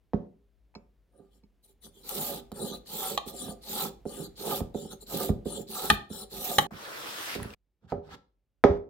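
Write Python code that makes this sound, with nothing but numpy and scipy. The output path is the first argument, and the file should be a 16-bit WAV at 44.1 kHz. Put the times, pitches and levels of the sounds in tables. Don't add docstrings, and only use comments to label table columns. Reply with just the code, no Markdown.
import sys
import numpy as np
from scipy import signal
from scipy.fft import rfft, irfft
from scipy.io import wavfile
from scipy.ndimage import uniform_filter1d

SR = 44100
rng = np.random.default_rng(int(sys.argv[2]) if len(sys.argv) > 2 else 0)


def master(y):
    cut = np.clip(np.atleast_2d(y).T, -1, 1)
    pcm = np.round(cut * 32767)
    wavfile.write(sys.argv[1], SR, pcm.astype(np.int16))


def how_loud(loudness_db):
    steps = np.asarray(loudness_db, float) / 20
    return 10 ** steps


N = 392049
LAG_SAMPLES = -5
GRIPS, GRIP_S = 3, 0.07


def read(points, hz):
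    f, value = np.transpose(points)
    return np.interp(np.log(hz + 1), np.log(f + 1), value)


def evened(x):
    return x / np.sqrt(np.mean(x ** 2) + 1e-20)


def follow(level_db):
    return uniform_filter1d(how_loud(level_db), size=90)


def colour(x, points):
    gain = how_loud(read(points, np.fft.rfftfreq(x.shape[-1], 1 / SR)))
    return irfft(rfft(x) * gain, x.shape[-1]) / np.sqrt(np.mean(gain ** 2))


def grains(per_s, spread_db):
    size = how_loud(spread_db * np.minimum(rng.exponential(1, N), 5))
    size = size * rng.choice([-1, 1], N)
    return evened(size * (rng.random(N) < per_s / SR))


def wide(x, other, alike, lag):
    alike = np.clip(alike, 0, 1)
    right = alike * x + np.sqrt(1 - alike ** 2) * other
    return np.array([np.roll(x, lag), right])


def patchy(x, depth_db):
    z = signal.stft(x, nperseg=256, noverlap=192)[2]
    patches = rng.standard_normal(z.shape[-2:])
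    patches = uniform_filter1d(uniform_filter1d(patches, size=4, axis=0), size=30, axis=1)
    gain = how_loud(depth_db * evened(patches))
    return signal.istft(z * evened(gain), nperseg=256, noverlap=192)[1][..., :N]


def drifting(count, slow_s):
    size = round(slow_s * SR)
    noise = rng.standard_normal((count, N))
    return evened(uniform_filter1d(uniform_filter1d(noise, size), size))


def resonate(x, hz, width_hz):
    turn = np.exp(2j * np.pi * np.cumsum(hz * np.ones(N)) / SR)
    r = np.exp(-np.pi * width_hz / SR)
    return evened((turn * signal.lfilter([1 - r], [1, -r], x / turn)).real)


# frequency in Hz, left over right in dB.
LEAN = [(60, 1), (150, -5.5), (380, -9), (950, -5), (2380, 2.5), (5980, 0), (15000, 22.5)]


def ring(modes, extra_db, damping, lag):
    hz, db, t60_s = (c[:, None] for c in np.transpose(modes))
    t = np.arange(SR // 2) / SR
    side = np.array([.5, -.5])[:, None, None]
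    decay_db = -60 * t * damping / t60_s
    level_db = db + np.reshape(extra_db, (-1, 1)) + decay_db + read(LEAN, hz) * side
    sign = (-1) ** np.arange(len(hz))[:, None]
    left, right = (sign * how_loud(level_db) * np.sin(2 * np.pi * hz * t)).sum(1)
    return np.array([left, np.append(np.zeros(-lag), right[:lag])])


def rubbed(force, response):
    response = response / np.linalg.norm(response) * np.sqrt(2)
    return signal.oaconvolve(np.atleast_2d(force), response, axes=1)[:, :N]


STRETCH_STARTS_S = [0, 6.668, 7.548]


def add(mix, s, sound):
    end = min(c for c in [*STRETCH_STARTS_S, N / SR] if c > s)
    part = mix[:, round(s * SR):round(end * SR)][:, :sound.shape[1]]
    part += sound[:, :part.shape[1]]


def arches(start_s, length_s, top, peak_db, steep):
    out = np.full(N, -200.)
    for s, span, share, db in np.broadcast(start_s, length_s, np.clip(top, .05, .95), peak_db):
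        at = np.arange(round(s * SR), min(round((s + span) * SR), N))
        arch = np.sin(np.pi * np.linspace(0, 1, len(at)) ** (np.log(.5) / np.log(share)))
        out[at] = np.maximum(out[at], db + steep * 20 * np.log10(abs(arch) + 1e-4))
    return out


# start in s, length in s, share of the length at top speed,
# top speed in dB, push into the board in dB.
CUTS = [(2.03, 0.38, 0.51, -41.5, -41.5), (2.85, 0.33, 0.61, -41, -43.5), (3.61, 0.29, 0.66, -39.5, -38.5),
        (4.355, 0.26, 0.66, -40, -35.5), (5.062, 0.25, 0.57, -42, -35.5), (5.669, 0.3, 0.56, -41.5, -41.5),
        (6.295, 0.36, 0.55, -42, -38.5)]
# start in s, length in s, share of the length at top speed,
# top speed in dB, push into the board in dB.
RETURNS = [(2.535, 0.23, 0.45, -59, -39.5), (3.255, 0.24, 0.75, -57.5, -36.5),
           (4.048, 0.23, 0.58, -60.5, -41), (4.74, 0.19, 0.26, -67, -48), (5.448, 0.19, 0.41, -60.5, -43.5),
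           (6.09, 0.16, 0.59, -58, -43)]
# middle in s, length in s, push in dB,
# ringing of the blade in dB, tearing in dB.
SKIDS = [(1.211, 0.3, -59, -86, -111), (1.355, 0.14, -66.5, -80, -89), (1.653, 0.068, -72, -73, -74),
         (1.7, 0.095, -70, -77, -74), (1.856, 0.11, -57.5, -56, -72), (2.01, 0.23, -60, -68.5, -74),
         (2.749, 0.1, -55, -54.5, -61), (3.29, 0.075, -47.5, -60, -48), (3.505, 0.12, -38.5, -54.5, -71),
         (4.927, 0.08, -41.5, -57, -61), (5.025, 0.067, -50.5, -59.5, -69), (5.611, 0.068, -50, -56, -59),
         (6.232, 0.054, -53, -52.5, -67)]
CUT_STEEP, RETURN_STEEP, SKID_STEEP = (0.89, 0.72, 1), (0.83, 0.8, 0.79), (4.5, 2.7, 1.8)
CUT_RING_DB, RETURN_RING_DB = -8.5, 8.5
PUSH_LINGERS = 1.07


def hand(count):
    curves = []
    for rows, steep, ring_db in [(CUTS, CUT_STEEP, CUT_RING_DB), (RETURNS, RETURN_STEEP, RETURN_RING_DB)]:
        s, length_s, top, speed_db, push_db = np.transpose(rows)
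        stretch = PUSH_LINGERS if count == 0 else 1
        peak_db = [push_db, speed_db + ring_db, speed_db][count]
        curves.append(arches(s, length_s * stretch, top / stretch, peak_db, steep[count]))
    middle_s, length_s, *peak_db = np.transpose(SKIDS)
    curves.append(arches(middle_s - length_s / 2, length_s, 0.47, peak_db[count], SKID_STEEP[count]))
    return np.max(curves, axis=0)


# frequency in Hz, relative density in dB per Hz.
HUM = [(20, -35), (35, -12), (52, 4.5), (70, -17.5), (95, -16.5), (200, -22.5), (450, -27), (1000, -39),
       (3000, -43.5), (8000, -53.5), (16000, -52)]
HUM_DB = [-67, -75, -78]
SHAKE_DB, SHAKE_S = -16.5, 0.63


def hum():
    noise = rng.standard_normal((2, N))
    t = np.arange(N) / SR
    steady = how_loud(np.array(HUM_DB))[np.searchsorted(STRETCH_STARTS_S, t, "right") - 1]
    shake = how_loud(SHAKE_DB) * uniform_filter1d(how_loud(hand(count=0)), round(SHAKE_S * SR))
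    shake = shake * (np.arange(N) < STRETCH_STARTS_S[1] * SR)
    return (steady + shake) * evened(colour(wide(*noise, alike=0.83, lag=0), HUM))


# mode in Hz, level in dB, t60 in s before damping.
BOARD = [(46, -3.5, 0.59), (78, 1, 0.3), (119, -0.5, 0.2), (169.8, -1.5, 0.28), (211.4, -0.5, 0.35),
         (273, 0, 0.23), (305.3, -1, 0.14), (358.5, -3, 0.2), (405.6, -4.5, 0.94), (486.5, -2, 0.2),
         (570, -7.5, 0.82), (719, -0.5, 0.19), (778.6, 1.5, 0.15), (849.6, -1, 0.089), (1207, 2.5, 0.075),
         (1270, 3, 0.11), (1584, -1.5, 0.034)]
# time in s, peak of the board's ring in dB, pitch the struck spot favours in Hz,
# contact time in ms.
KNOCKS = [(0.133, -13.5, 190, 1.4), (0.755, -37, 208, 0.92), (1.43, -48.5, 210, 2.6),
          (1.866, -46.5, 212, 0.81), (2.516, -31, 212, 1.02), (3.262, -32.5, 403, 2.3),
          (3.481, -28.5, 197, 1.31), (4.053, -24.5, 430, 1.74), (4.605, -18.5, 112, 1.45),
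          (4.745, -22, 440, 1.7), (5.291, -10.5, 116, 1.86), (5.456, -21.5, 457, 2.27),
          (5.901, -19, 800, 3.84), (5.915, -22.5, 108, 4.3), (6.101, -29, 213, 2.16),
          (6.585, -26.5, 867, 4.1), (7.352, -27, 398, 1.57), (7.408, -29.5, 163.4, 6.7),
          (7.446, -28, 110.4, 1.47), (7.92, -19.5, 715, 1.1), (8.638, -4, 405, 0.67),
          (8.695, -16.5, 86, 2.8)]
# frequency in Hz, relative density in dB per Hz.
SLAP = [(200, -14), (800, -1.5), (1500, -16), (2500, -27.5), (6000, -35), (10000, -67.5), (16000, -75)]


def knocks():
    hz, out, t = np.transpose(BOARD)[0], np.zeros((2, N)), np.arange(6000) / SR
    noise = rng.standard_normal((len(KNOCKS), 2, len(t)))
    fade = (np.exp(-t / 0.01) + 0.28 * np.exp(-t / 0.058)) * (1 - np.exp(-t / 0.00015))
    for (s, db, spot_hz, contact_ms), puff in zip(KNOCKS, noise):
        touch = np.hanning(max(round(abs(contact_ms) * SR / 1000), 3) + 2)
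        sound = ring(BOARD, -6 * abs(np.log2(hz / spot_hz)), 3.0, LAG_SAMPLES)
        sound *= 1 + 2.2 * np.exp(-np.arange(sound.shape[1]) / SR / 0.003)
        sound = signal.fftconvolve(sound, touch[None], axes=1)
        sound /= abs(sound.mean(0)).max()
        sound[:, :len(touch)] += 0.38 / contact_ms * evened(np.gradient(touch))
        slap = colour(wide(*puff, alike=0.32, lag=LAG_SAMPLES), SLAP)
        sound[:, :len(t)] += how_loud(-22.5) / contact_ms ** 2 * fade * slap
        add(out, s + 0.0014, how_loud(db) * sound)
    return out


# frequency in Hz, t60 in s.
KITCHEN = [(100, 0.31), (400, 0.45), (1500, 0.29), (5000, 0.3), (12000, 0.19)]


def kitchen(x):
    taps = np.zeros((2, SR // 2))
    at = np.arange(200, SR // 2 - 20, 20) + rng.integers(0, 20, (2, (SR // 2 - 201) // 20))
    np.put_along_axis(taps, at, rng.choice([-1., 1.], at.shape), 1)
    hz, t, z = signal.stft(taps, SR, nperseg=256)
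    z[1] = np.where(hz[:, None] < 500, .9 * z[0] + .44 * z[1], z[1])
    decay = how_loud(-60 * t / read(KITCHEN, hz)[:, None])
    tail = signal.istft(z * decay, SR, nperseg=256)[1]
    return signal.oaconvolve(x.mean(0)[None], tail / np.linalg.norm(tail[0]), axes=1)[:, :x.shape[1]]


# time in s, peak in dB, pitch in Hz.
TICKS = [(.742, -54, 820), (6.711, -44, 674), (7.3595, -37, 2100), (7.4, -36, 1000), (7.429, -33, 10500),
         (7.4305, -32, 1900), (7.5043, -43, 2700), (7.5369, -40, 2400), (7.901, -52, 4200),
         (8.091, -46, 711)]


def ticks():
    out, t = np.zeros((2, N)), np.arange(500) / SR
    noise = rng.standard_normal((len(TICKS), 2, len(t)))
    for (s, db, hz), puff in zip(TICKS, noise):
        around = [(hz / 4, -24), (hz, 0), (hz * 3, -16), (hz * 8, -40)]
        grit = .7 * evened(colour(puff, around))
        sound = (np.sin(2 * np.pi * hz * t) + grit) * t * np.exp(-t / 0.0012)
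        add(out, s - .0005, how_loud(db) * sound / abs(sound.mean(0)).max())
    return out


# time in s, peak in dB.
PIVOT_TICKS = [(0.7511, -42.5), (1.436, -64)]
# mode in Hz, level in dB, t60 in s before damping.
FRAME = [(900, 4, 0.036), (1200, -7.5, 0.034), (2240, -3, 0.068), (2500, -2, 0.019), (2650, -7, 0.046),
         (4200, 4, 0.042), (4660, -5, 0.067), (5390, -5, 0.096), (6830, -21, 0.13), (7450, -24, .04)]


def pivot():
    out, sound = np.zeros((2, N)), ring(FRAME, 0, 0.99, LAG_SAMPLES)
    for s, db in PIVOT_TICKS:
        add(out, s, how_loud(db) * sound / abs(sound.mean(0)).max())
    return out


HELD_T60_S, LEAN_DETUNE = .3, .035
SLIDE_SQUEAK_DB = 2.5


def board_rub():
    hz, db, t60_s = np.transpose(BOARD)
    push = follow(hand(count=0)) * patchy(grains(1300, 3), depth_db=4.5)
    judder = how_loud(1.63 * (hand(count=2) + 41.0) - 40.0)
    scuff = how_loud(SLIDE_SQUEAK_DB + slides(count=3))
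    drag = follow(np.maximum(sweep(count=2), slides(count=4))) * grains(480, 2.8)
    lumps = patchy(grains(1100, 3.3), depth_db=3.5)
    forces = [(push, -7 * abs(np.log2(hz / 420)) - 8 * (hz < 100)),
              (drag, -5 * abs(np.log2(hz / 150))),
              (judder * lumps, -14 * np.log2(hz / 800) ** 2),
              (scuff * lumps, -9 * np.log2(hz / 1300) ** 2)]
    lean = how_loud(9 * drifting(GRIPS, 2 * GRIP_S))
    lean /= np.sqrt((lean ** 2).sum(0))
    out = 0
    for share, a in zip(lean, rng.standard_normal((GRIPS, len(hz)))):
        held = np.transpose([hz * (1 + LEAN_DETUNE * a), db, np.minimum(t60_s, HELD_T60_S)])
        for force, favour_db in forces:
            out = out + rubbed(share * force, ring(held, favour_db, 2.6, LAG_SAMPLES)[:, :6000])
    return out


# mode in Hz, level in dB, t60 in s before damping.
BLADE = [(803, 1.5, 0.065), (876, -1, 0.062), (1139, 2, 0.12), (1233, 0.5, 0.081), (1810, 0.5, 0.12),
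         (1940, -3, 0.033), (2400, -9.5, 0.12), (3078, 2, 0.036), (3326, 0.5, 0.037), (3507, -3.5, 0.075),
         (4048, 0.5, 0.04), (4300, 0.5, 0.026), (4473, 1, 0.022), (4960, -8, 0.01), (5336, -9.5, 0.056),
         (6310, -6.5, 0.013), (7394, -2.5, 0.035), (9320, -1.5, 0.023), (11800, -10.5, 0.022),
         (12700, -15, 0.023), (14400, -18.5, 0.04), (14720, -15, 0.092)]
# frequency in Hz, relative density in dB per Hz.
TEAR = [(1200, -9), (2600, -4), (4600, -3), (8400, 1), (9300, -14), (10400, 1.5), (13800, 9), (15600, 3.5),
        (16400, -11.5)]
GRIP_DB, GRIP_DETUNE = 3, .015


def peeler():
    hz, db, t60_s = np.transpose(BLADE)
    grit = wide(grains(5000, 1.7), grains(6300, 3.5), alike=0.11, lag=0)
    skid = follow(hand(count=1)) * patchy(grit, depth_db=5.5)
    flex = how_loud(9 * drifting(GRIPS, GRIP_S))
    flex /= np.sqrt((flex ** 2).sum(0))
    favour_db = -27 * (hz < 2700) - 5 * (hz < 3700) + 1.2 * np.log2(hz / 4000)
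    chatter = 0
    for share, (a, b) in zip(flex, rng.standard_normal((GRIPS, 2, len(hz)))):
        bent = np.transpose([hz * (1 + GRIP_DETUNE * a), db + GRIP_DB * b, t60_s])
        chatter = chatter + rubbed(share * skid, ring(bent, favour_db, 3.2, -2))
    clumps = evened(how_loud(2.6 * drifting(1, .003)))
    cells = patchy(wide(grains(9100, 3.0), grains(11000, 1.9), alike=0.11, lag=LAG_SAMPLES), depth_db=3)
    sides = how_loud([[-1.5], [1.5]])
    tearing = colour(follow(hand(count=2)) * clumps * cells * sides, TEAR)
    return how_loud(6.5) * chatter + how_loud(5.0) * tearing


# time in s, peak in dB, hardness in dB per octave.
CLACKS = [(1.842, -60, 14), (2.0904, -24.5, 12), (2.5164, -40.5, 8), (2.557, -51, 1), (2.858, -51, 5),
          (3.1746, -15.5, -2), (3.262, -45, 5), (4.389, -48, 12), (5.076, -54, 3.5), (5.899, -5.5, -1),
          (6.5823, -5.5, -1)]
CLACK_S = 0.0042
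BOUNCE_S, BOUNCE_DB = 0.0088, -10


def clacks():
    (hz, mode_db, t60_s), out, t = np.transpose(BLADE), np.zeros((2, N)), np.arange(600) / SR
    rattle = rng.standard_normal((len(CLACKS), 2, len(t)))
    chance = rng.standard_normal((len(CLACKS), 4, len(hz)))
    for (s, db, tilt_db), shake, (a, b, c, d) in zip(CLACKS, rattle, chance):
        shake = shake * np.exp(-(t / (.001 + CLACK_S * how_loud(db + 5))) ** 3)
        shake[:, 0] = 7
        favour_db = tilt_db * np.log2(hz / 4000) - 5 * (hz > 6600)
        sound = 0
        for detune, spread_db in [(.006 * a, 2 * b), (.02 * c, 2 * d - 3), (.03 * d, 2 * a - 5)]:
            bent = np.transpose([hz * (1 + detune), mode_db + spread_db, t60_s])
            sound = sound + ring(bent, favour_db, 1.3, lag=-2)
        sound *= 1 + 4 * np.exp(-np.arange(sound.shape[1]) / SR / .0025)
        sound = signal.fftconvolve(sound, wide(*shake, alike=0.48, lag=0), axes=1)
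        sound[:, :len(t)] += 22 * uniform_filter1d(shake, size=4)
        sound *= how_loud(db) / abs(sound.mean(0)).max()
        add(out, s + 0.0015, sound)
        add(out, s + BOUNCE_S, how_loud(BOUNCE_DB) * sound)
    return out


BITE_HZ, BITE_WIDTH_HZ = (4260, 3300), 600
BITE_DB = -7.5


def bite():
    s, length_s, _, speed_db, _ = np.transpose(CUTS)
    ends_s = np.ravel([s, s + length_s], "F")
    hz = np.interp(np.arange(N) / SR, ends_s, np.tile(BITE_HZ, len(s)))
    grit = wide(grains(3000, 2.3), grains(3000, 3.0), alike=.4, lag=LAG_SAMPLES)
    cutting_db = arches(s, length_s, 0.47, speed_db + BITE_DB, 0.48)
    return follow(cutting_db + 3.4 * drifting(1, .01)[0]) * resonate(grit, hz, BITE_WIDTH_HZ)


# time in s, relative speed in dB, relative weight on the board in dB,
# pitch of the singing edge in Hz.
SWEEP = [(6.708, -53, -42.5, 1100), (6.779, -46.5, -62, 1060), (6.85, -43, -80, 1270),
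         (7.06, -41, -67, 1180), (7.22, -38, -67, 1470), (7.32, -38, -64, 2340), (7.355, -38, -62, 2320),
         (7.384, -46.5, -36, 1700), (7.546, -52, -87, 1200)]


def sweep(count):
    rows = np.transpose(SWEEP)
    return np.interp(np.arange(N) / SR, rows[0], rows[count], left=-200, right=-200)


# start in s, length in s, share of the length at top speed,
# relative top speed in dB, relative weight in dB.
SLIDES = [(7.802, 0.064, 0.78, -75.5, -56), (7.871, 0.058, 0.75, -55, -70),
          (7.91, 0.085, 0.069, -75, -40.5), (8.019, 0.077, 0.72, -63, -58),
          (8.081, 0.077, 0.75, -48, -50.5)]


def slides(count):
    rows = np.transpose(SLIDES)
    return arches(*rows[:3], rows[count], steep=0.52)


# frequency in Hz, relative density in dB per Hz.
RASP = [(150, -39), (260, -7), (720, -6), (1300, 0.5), (2200, -5.5), (3400, -3), (5500, -11), (10000, -25)]
RASP_TURN_DB, RASP_SPAN_DB = -38, 15
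RASP_SLOW, RASP_FAST = 0.4, 1.8
FINE_DB, FINE_GROWTH = -53, 2.4


def drags():
    grit = wide(grains(14000, 0.75), grains(15000, 3.3), alike=0.2, lag=2 * LAG_SAMPLES)
    grit = patchy(grit, depth_db=2.0)
    fine = signal.lfilter(*signal.butter(1, 4000, "high", fs=SR), grit)
    speed_db = sweep(count=1)
    pace = np.clip((speed_db - RASP_TURN_DB) / RASP_SPAN_DB, -1, 1)
    shares = np.sqrt([np.maximum(-pace, 0), 1 - abs(pace), np.maximum(pace, 0)])
    slow, even, fast = (colour(grit, [(hz * k, db) for hz, db in RASP]) for k in (RASP_SLOW, 1, RASP_FAST))
    rasp = follow(speed_db) * (shares[0] * slow + shares[1] * even + shares[2] * fast)
    slide = follow(slides(count=3)) * even
    treble = follow(FINE_DB + FINE_GROWTH * (speed_db + 40)) * fine
    return how_loud(-2.0) * (rasp + slide) + how_loud(4.5) * treble


EDGE_DB, EDGE_WIDTH_HZ = -7, 310


def edge():
    grit = wide(grains(2500, 3.4), grains(2500, 5.1), alike=0.27, lag=2 * LAG_SAMPLES)
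    hz = sweep(count=3)
    song = resonate(grit, np.maximum(hz, 0), EDGE_WIDTH_HZ)
    level_db = EDGE_DB + 6 * np.log2(np.maximum(hz, 1) / 1200) + sweep(count=1)
    return follow(level_db + 2.5 * drifting(1, .02)[0]) * song


def scene():
    contact = board_rub() + peeler() + bite() + drags() + edge() + knocks() + clacks() + pivot() + ticks()
    parts = np.split(contact, [round(s * SR) for s in STRETCH_STARTS_S[1:]], axis=1)
    return np.hstack([p + how_loud(-9.5) * kitchen(p) for p in parts]) + hum()


def low_pass(x):
    return signal.sosfilt(signal.butter(12, 16820, fs=SR, output="sos"), x)


def record(dry):
    heard = signal.lfilter(*signal.butter(2, 28, "high", fs=SR), dry)
    heard = signal.oaconvolve(heard, signal.firwin(255, 16100, fs=SR)[None], "same")
    return low_pass(heard)


dry = scene()
out = record(dry)
master(out)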